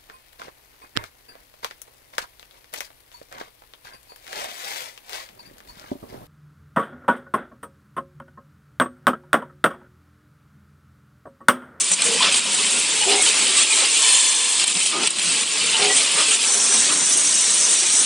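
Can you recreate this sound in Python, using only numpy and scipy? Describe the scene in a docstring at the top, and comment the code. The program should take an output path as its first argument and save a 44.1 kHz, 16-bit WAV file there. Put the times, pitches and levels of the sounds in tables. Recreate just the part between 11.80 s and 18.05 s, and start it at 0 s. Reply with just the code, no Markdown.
"""In a hall, steel nails shake down the vibrating pans of a weighing machine and drop into its buckets.
From the start, grains ringing at many pitches make the jingle, pan clatter and rumble; soon single nails
ring bucket modes, metal groans through narrow resonances and dry decaying tones tick. Then gate drives
hum in short strokes of resonant noise, and at 2.21 s a batch pours down the chute. From 4.65 s the
microphone stands below, beside the bagging unit, where the jingle and clatter have other colours."""
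import sys
import numpy as np
from scipy import signal
from scipy.io import wavfile
from scipy.ndimage import uniform_filter1d

SR = 44100
rng = np.random.default_rng(int(sys.argv[2]) if len(sys.argv) > 2 else 0)


def store_wav(level_fs):
    """Save 16-bit WAV to argv[1]."""
    pcm = np.round(np.clip(np.atleast_2d(level_fs), -1, 1) * 32767)
    wavfile.write(sys.argv[1], SR, pcm.T.astype(np.int16))


N = 275625
MOVE_S = 4.65  # from here the microphone stands below, at the bagging unit
FRAME = 512  # samples in a short-time spectrum


def gain_of(db):
    """Decibels to amplitude."""
    return 10 ** (np.asarray(db) / 20)


def evened(x):
    """Scales to rms 1."""
    return x / np.sqrt(np.mean(abs(x) ** 2) + 1e-20)


def read(points, hz):
    """Reads a table along log frequency."""
    f, value = np.transpose(points)
    return np.interp(np.log(hz + 1), np.log(f + 1), value)


def add(mix, s, sound):
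    """Mixes a sound in at s seconds, cut off at the end of the mix."""
    part = mix[round(s * SR):][:len(sound)]
    part += sound[:len(part)]


def resonate(x, hz, width):
    """A resonance of gain 1: shifts the curve hz down to zero, smooths, and shifts back."""
    turn = np.exp(2j * np.pi * np.cumsum(hz * np.ones(len(x))) / SR)
    r = np.exp(-np.pi * width / SR)
    return 2 * (turn * signal.lfilter([1 - r], [1, -r], x / turn)).real


def frames_of(x):
    """Short-time spectrum: frequencies, times, values."""
    return signal.stft(x, SR, nperseg=FRAME, noverlap=FRAME * 3 // 4)


def sound_of(z):
    """Back from the short-time spectrum."""
    return signal.istft(z, SR, nperseg=FRAME, noverlap=FRAME * 3 // 4)[1][..., :N]


def patches(shape, bins, frames):
    """Smooth random field over frequency and time, rms 1."""
    field = rng.standard_normal(shape[::-1]).T
    return evened(uniform_filter1d(uniform_filter1d(field, bins, 0), frames, 1))


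def pings(lo_hz, hi_hz, per_s, shortest_t60_s, spread_db, tick, count):
    """Many small blows; each ticks and rings one of count pitches, renewed as the pieces move on."""
    struck = rng.random(N) < per_s / SR
    size = gain_of(spread_db * np.minimum(rng.exponential(1, N), 3.6)) * struck
    size *= rng.choice([-1., 1.], N)
    which, ring = rng.integers(0, count, N), np.zeros(N)
    span = SR // 2  # the pitches are redrawn every half second
    for start in range(0, N, span):
        piece = slice(start, start + span)
        for k, (pitch, longer) in enumerate(rng.random((count, 2))):
            step = 2 * np.pi * (lo_hz + (hi_hz - lo_hz) * (k + pitch) / count) / SR
            t60_s = shortest_t60_s * (1 + 0.65934 * longer)
            r = np.exp(-np.log(1000) / (t60_s * SR))
            blows = np.pad(size[piece] * (which[piece] == k), (0, SR // 10))
            resonator = [np.sin(step) * np.sqrt(1 - r)], [1, -2 * r * np.cos(step), r * r]
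            add(ring, start / SR, signal.lfilter(*resonator, blows))
    return evened(evened(ring) + tick * evened(size))


def layer(grains, grain_share, colours, level_db, patchy_db):
    """Near grains over the blur of far ones, coloured before and after the move, at the flow's level."""
    blur = rng.standard_normal(N)
    hz, t, z = frames_of(np.sqrt(grain_share) * grains + np.sqrt(1 - grain_share) * blur)
    above, below = (evened(gain_of(read(c, hz)))[:, None] for c in colours)
    z = z * gain_of(patchy_db * patches(z.shape, bins=6, frames=14))
    sound = sound_of(np.where(t < MOVE_S, above, below) * z)
    moved = np.arange(N) >= MOVE_S * SR
    rms = np.where(moved, sound[moved].std(), sound[~moved].std())
    return sound / rms * gain_of(level_db)


# slow levels, over the pans and then at the bagging unit:
# [t/s, pan clatter level/dB, nail jingle level/dB, rumble level/dB]
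FLOW_LEVELS = [(0, -28.5, -22.5, -42.5), (.3, -22, -28, -29), (.8, -23, -21.5, -33.5),
               (1.2, -23, -22.5, -34), (1.6, -20.5, -20.5, -31), (2.1, -24.5, -23.5, -36.5),
               (2.5, -25.5, -20, -39), (3.0, -24, -22.5, -37), (3.17, -25.5, -28.5, -35),
               (3.55, -22.5, -22, -35.5), (3.9, -22, -23, -33.5), (4.1, -22, -22.5, -31.5),
               (4.645, -21.5, -21, -35), (4.655, -25, -19.5, -33), (4.85, -27.5, -16.5, -32.5),
               (5.05, -22, -15.5, -33.5), (5.3, -27, -17, -35), (5.6, -25.5, -18, -36.5),
               (6.25, -24, -19, -37.5)]
# bunches of nails slide off a pan:
# [middle t/s, length/s, rise of pan clatter level/dB, of nail jingle level/dB, of rumble level/dB]
PAN_SURGES = [(0.012, 0.023, 3, 5, 4), (0.135, 0.051, 1.5, 8.5, 1.5), (0.259, 0.061, -1.5, 9, 0.5),
              (0.34, 0.094, -2.5, 6, -5), (0.447, 0.098, 4, 3.5, 2.5), (0.568, 0.088, 1.5, 5.5, -2),
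              (1.318, 0.065, 5.5, 1, 5), (1.456, 0.09, -4, 5.5, 1.5), (1.475, 0.056, 7, 0, 1.5),
              (1.817, 0.11, 5, 5.5, 3), (1.96, 0.1, 2.5, 4.5, 2), (2.032, 0.073, 3.5, 1, 7),
              (2.27, 0.36, 4.5, 5, 3), (2.813, 0.053, 2.5, 2.5, 3.5), (3.066, 0.086, -0.5, 5, -5.5),
              (3.271, 0.086, 3, 6, 2.5), (4.04, 0.081, 4.5, 1.5, 2.5), (4.174, 0.074, 2, 7.5, 2),
              (4.401, 0.057, 2.5, 3.5, 8.5), (4.528, 0.081, 1, 4.5, 3), (4.946, 0.024, 1, 1, 6),
              (5.16, 0.19, -1.5, -4, 2.5), (5.872, 0.13, -1, 2, 3), (6.183, 0.13, -3, 3.5, 4)]
# the level dips suddenly and creeps back: [lowest t/s, depth of level/dB, recovery/s]
LEVEL_DIPS = [(.15, 7.5, 0.047), (.6, 5, 0.15), (1.835, 4, 0.079), (2.854, 7.5, 0.021),
              (2.935, 5.5, 0.023), (3.288, 7.5, 0.17), (3.645, 5, 0.16), (4.575, 4.5, 0.055)]
DROP_S = 0.012


def levels_db(t):
    """Slow levels of the three layers, changed by each surge and lowered together by each dip."""
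    s, *slow = np.transpose(FLOW_LEVELS)
    out = np.array([np.interp(t, s, level) for level in slow])
    for middle, length, *rise_db in PAN_SURGES:
        out = out + np.outer(rise_db, np.exp(-(2 * (t - middle) / length) ** 2))
    for s, depth_db, recovery in LEVEL_DIPS:
        out = out - np.interp(t, [s - DROP_S, s, s + recovery], [0, depth_db, 0])
    return out


# pan clatter heard over the pans, then from below: [f/Hz, relative level/dB per Hz]
PAN_COLOUR_ABOVE = [(1000, -43), (1900, -10.5), (2400, -2), (3000, -0.5), (3900, -3), (5200, -5),
                    (7000, -24)]
PAN_COLOUR_BELOW = [(1000, -22), (1900, -8), (2800, -2.5), (3500, -1.5), (4700, -2), (6500, -26)]


def pan_clatter(level_db):
    """Sheet-metal pans ring in the middle of the range under many small blows."""
    pans = pings(1506.7, 6000, per_s=1200, shortest_t60_s=0.0637, spread_db=3.0, tick=0.99, count=40)
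    return layer(pans, 0.32, (PAN_COLOUR_ABOVE, PAN_COLOUR_BELOW), level_db, patchy_db=0.36)


# nail jingle heard over the pans, then from below: [f/Hz, relative level/dB per Hz]
NAIL_COLOUR_ABOVE = [(3500, -32), (5200, -17), (6000, -9.5), (6900, -7.5), (7800, -3.5), (9000, -4.5),
                     (9900, -10.5), (10300, -17), (11000, -43)]
NAIL_COLOUR_BELOW = [(4600, -22), (5300, -4.5), (5850, -1), (7200, -3.5), (8000, 0.5), (8900, 0),
                     (9900, -7), (10300, -19), (11000, -37)]


def nail_jingle(level_db):
    """Small steel nails knock together and ring in the treble."""
    nails = pings(4000, 11000, per_s=1600, shortest_t60_s=0.06188, spread_db=4.0, tick=0.87, count=50)
    return layer(nails, 0.41, (NAIL_COLOUR_ABOVE, NAIL_COLOUR_BELOW), level_db, patchy_db=0.83)


# slow change of the rumble's bass: [t/s, change of level/dB]
BASS_SWELL = [(0, 4.5), (.95, 6), (1.4, 0.5), (1.8, -22), (2.55, -9), (2.9, 5), (3.9, 8.5), (4.25, -2),
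              (4.6, -8), (5.2, 6.5), (6.25, -2)]
BASS_HZ = 215  # the bass lies below this corner


def swell_bass(x):
    """The lowest part of the rumble comes and goes slowly."""
    low = signal.sosfiltfilt(signal.butter(3, BASS_HZ, fs=SR, output="sos"), x)
    change_db = np.interp(np.arange(N) / SR, *np.transpose(BASS_SWELL))
    return x + low * (gain_of(change_db) - 1)


# rumble, the same at both places: [f/Hz, relative level/dB per Hz]
RUMBLE_COLOUR = [(30, -40), (125, -50), (175, -8), (290, -8), (400, -7), (650, -12), (1040, -7.5),
                 (1600, -9.5), (2300, -15), (3500, -53)]


def frame_rumble(level_db):
    """The frame's low pings, mostly blurred into a rumble, with a bass that swells."""
    frame = pings(107.3, 2600, per_s=500, shortest_t60_s=0.09282, spread_db=0.5, tick=0.14, count=20)
    return swell_bass(layer(frame, 0.12, (RUMBLE_COLOUR, RUMBLE_COLOUR), level_db, patchy_db=0.3))


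def flow():
    """Clatter of pans, jingle of nails and rumble of the frame rise and fall with the flow."""
    coarse_db = levels_db(np.arange(0, N, 25) / SR)
    clatter_db, jingle_db, rumble_db = np.repeat(coarse_db, 25, axis=1)
    return pan_clatter(clatter_db) + nail_jingle(jingle_db) + frame_rumble(rumble_db)


# single loud nails striking a bucket: [t/s, nominal peak level/dB, extra level/dB of modes above 6 kHz]
NAIL_HITS = [(0.116, -7.5, 12), (0.2195, -6, -8), (0.4176, -14, -25), (0.4275, -9, -25), (0.4445, -10, -23),
             (0.5246, -11, -5), (0.542, -10, -14), (0.567, -14, -16), (1.316, -13, -23), (1.4238, -7, 13),
             (2.797, -11, -15), (2.84, -9, -7), (2.8784, -12.5, -10), (2.952, -14, -17), (3.002, -13, -4),
             (3.0598, -10, -10), (3.234, -12.5, -18), (3.2733, -6.5, -7), (3.3045, -13, 17),
             (3.385, -13, -10), (3.394, -12, -12), (4.396, -14, -22)]
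# modes of the bucket: [f/Hz, width/Hz, level/dB before that extra]
BUCKET_MODES = [(900, 810, -33), (2460, 130, -3), (3220, 250, 9.5), (4020, 130, 6), (5620, 1500, -9),
                (8300, 490, 23.5)]
BLOW_T60_S = 0.024


def bucket_hits():
    """A short scratchy blow rings the bucket modes; bright blows favour the high ones."""
    out, t = np.zeros(N), np.arange(SR // 10) / SR
    for s, peak_db, treble_db in NAIL_HITS:
        attack = np.minimum(t / 0.00024, 1)
        blow = rng.standard_normal(len(t)) * gain_of(-60 * t / BLOW_T60_S) * attack
        ring = np.zeros(len(t))
        for hz, width, db in BUCKET_MODES:
            ring += gain_of(db + treble_db * (hz > 6000)) * evened(resonate(blow, hz, width))
        nominal_peak = 2 * np.std(ring[:SR // 200])  # twice the rms of the first 5 ms
        add(out, s, gain_of(peak_db) * ring / nominal_peak)
    return out


FIRM, FIRM_S = 0.8, 0.013  # how far a hum holds its level (0 to 1), judged over this time in s


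def steadied(x):
    """Evens out the chance swells of a ringing tone, as rubbing keeps it fed."""
    x = evened(x)
    power = uniform_filter1d(x ** 2, round(FIRM_S * SR))
    return evened(x / (power + .05) ** (FIRM / 2))


def hum(length, modes, edge):
    """Rough force through resonances, each applied twice, faded in and out over the edge share."""
    force = rng.standard_normal(round(length * SR))
    tone = np.zeros(len(force))
    for hz, width, db in modes:
        twice = resonate(resonate(force, hz, width), hz, width)
        tone += gain_of(db) * steadied(twice)
    return evened(tone) * signal.windows.tukey(len(force), edge)


# brief hums and rings of metal: [t/s, length/s, starting f/Hz, width of each pass/Hz, level/dB]
METAL_GROANS = [(0.25, 0.13, 461, 89, -30), (0.404, 0.022, 985, 120, -25), (0.417, 0.073, 1170, 420, -26.5),
                (0.42, 0.038, 3550, 120, -23), (0.42, 0.022, 4400, 120, -24), (1.209, 0.051, 860, 80, -32),
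                (1.21, 0.03, 2880, 150, -22.5), (1.372, 0.059, 2160, 30, -28),
                (1.899, 0.034, 2447, 30, -23.5), (2.944, 0.039, 182, 40, -35),
                (3.111, 0.15, 900, 900, -33.5), (3.12, 0.079, 1226, 35.2, -32),
                (3.138, 0.124, 310, 220, -32), (3.935, 0.041, 2940, 150, -22), (3.936, 0.063, 900, 40, -33),
                (4.09, 0.053, 1926, 30, -26.5), (4.505, 0.043, 2810, 300, -23.5),
                (5.09, 0.048, 1290, 700, -32), (5.284, 0.031, 3450, 40, -28.5)]
GROAN_RISE = 0.016  # share of its pitch that a groan climbs


def groans():
    """Rubbed metal sounds through one resonance that climbs slightly."""
    out = np.zeros(N)
    for s, length, hz, width, db in METAL_GROANS:
        climb = hz * np.linspace(1, 1 + GROAN_RISE, round(length * SR))
        add(out, s, gain_of(db) * hum(length, [(climb, width, 0)], edge=0.27))
    return out


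# hard dry ticks of steel on steel: [t/s, peak level/dB]
STEEL_TICKS = [(0.546, -10), (2.972, -7.5), (3.0734, -6), (3.2331, -10), (3.273, -9)]
TICK_HZ, TICK_T60_S = 5130, 0.0048


def ticks():
    """Steel on steel: one high tone that dies within milliseconds."""
    out, t = np.zeros(N), np.arange(SR // 10) / SR
    for s, peak_db in STEEL_TICKS:
        add(out, s, gain_of(peak_db - 60 * t / TICK_T60_S) * np.sin(2 * np.pi * TICK_HZ * t))
    return out


# strokes of the gate drive: [t/s, length/s, level/dB before it dies away]
GATE_STROKES = [(1.254, 0.17, -23.5), (3.981, 0.16, -24.5)]
# resonances of drive and gate housing: [f/Hz at full speed, width of each pass/Hz, relative level/dB]
DRIVE_MODES = [(417, 15, -1.5), (540, 290, -5.5), (742, 140, -2)]
SPIN_UP, SPIN_UP_S = 0.14, 0.029  # a stroke starts this share flat and catches up with this time constant
STROKE_FADE_DB = 4.5  # a stroke dies away by this much


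def gate_strokes():
    """The gate drive spins up, carrying one shared set of resonances with it, and dies away."""
    out = np.zeros(N)
    for s, length, db in GATE_STROKES:
        speed = 1 - SPIN_UP * np.exp(-np.arange(round(length * SR)) / (SPIN_UP_S * SR))
        modes = [(hz * speed, width, mode_db) for hz, width, mode_db in DRIVE_MODES]
        fade_db = STROKE_FADE_DB * np.linspace(0, 1, len(speed)) ** 2
        add(out, s, hum(length, modes, edge=0.31) * gain_of(db - fade_db))
    return out


# resonances of the chute: [middle f/Hz, width of each pass/Hz, relative level/dB]
CHUTE_MODES = [(1007, 200, -8.5), (1763, 110, -9.5), (3060, 250, -2), (3473, 95, -1), (4270, 120, -2),
               (5220, 54, -8)]
POUR_S, POUR_LENGTH_S, POUR_DB, POUR_FADE_DB = 2.21, 0.7, -20.5, 12.5  # start, length, level, fade


def chute_pour():
    """A batch pours down the chute and rings its resonances, whose pitches sway as it dies away."""
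    out = np.zeros(N)
    sway = 1 + 0.0074 * patches((len(CHUTE_MODES), SR), bins=1, frames=2000)
    sway = sway[:, :round(POUR_LENGTH_S * SR)]
    modes = [(hz * drift, width, db) for (hz, width, db), drift in zip(CHUTE_MODES, sway)]
    pour = hum(POUR_LENGTH_S, modes, edge=0.073)
    add(out, POUR_S, pour * gain_of(POUR_DB - POUR_FADE_DB * np.linspace(0, 1, len(pour))))
    return out


# stereo width of the treble: [f/Hz, share of the time it is wide]
TREBLE_WIDTH = [(3800, .0), (5000, 0.022), (6500, 0.27), (8800, 0.6), (9700, 0.26), (10300, .0)]
WIDE_DB = 2.5  # level of the wide treble against the centre


def treble_width(centre):
    """Stereo treble with random phases that spreads between left and right in patches, coming and going."""
    hz, t, z = frames_of(centre)
    scattered = uniform_filter1d(abs(z), 5, 0) * np.exp(2j * np.pi * rng.random(z.shape[::-1]).T)
    field = patches(z.shape, bins=24, frames=14)
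    rank = field.argsort(1).argsort(1) / len(t)  # 0 to 1 along time, so a share can be cut off
    wide = np.clip(15 * (read(TREBLE_WIDTH, hz)[:, None] - rank), 0, 1)
    return sound_of(scattered * uniform_filter1d(wide, 3, 1) * gain_of(WIDE_DB))


def scene():
    """One centred sound, with a patchy spread treble added in opposite sign to left and right."""
    strike_band = signal.butter(6, [550, 9800], "band", fs=SR, output="sos")
    strikes = signal.sosfilt(strike_band, bucket_hits() + ticks())
    centre = flow() + strikes + groans() + gate_strokes() + chute_pour()
    side = treble_width(centre)
    return np.array([centre + side, centre - side])


EDGE_HZ = 11200  # upper band limit


def record(dry):
    """The microphone drops the deep bass, the loudest peaks are rounded off; then the band limit."""
    thin = signal.sosfilt(signal.butter(3, 165, "high", fs=SR, output="sos"), dry)
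    rounded = thin / (1 + abs(thin) ** 4) ** .25
    band_limit = signal.firwin(511, EDGE_HZ, window=("kaiser", 9), fs=SR)
    return signal.oaconvolve(rounded, band_limit[None], "same")


dry = scene()
out = record(dry)
store_wav(out)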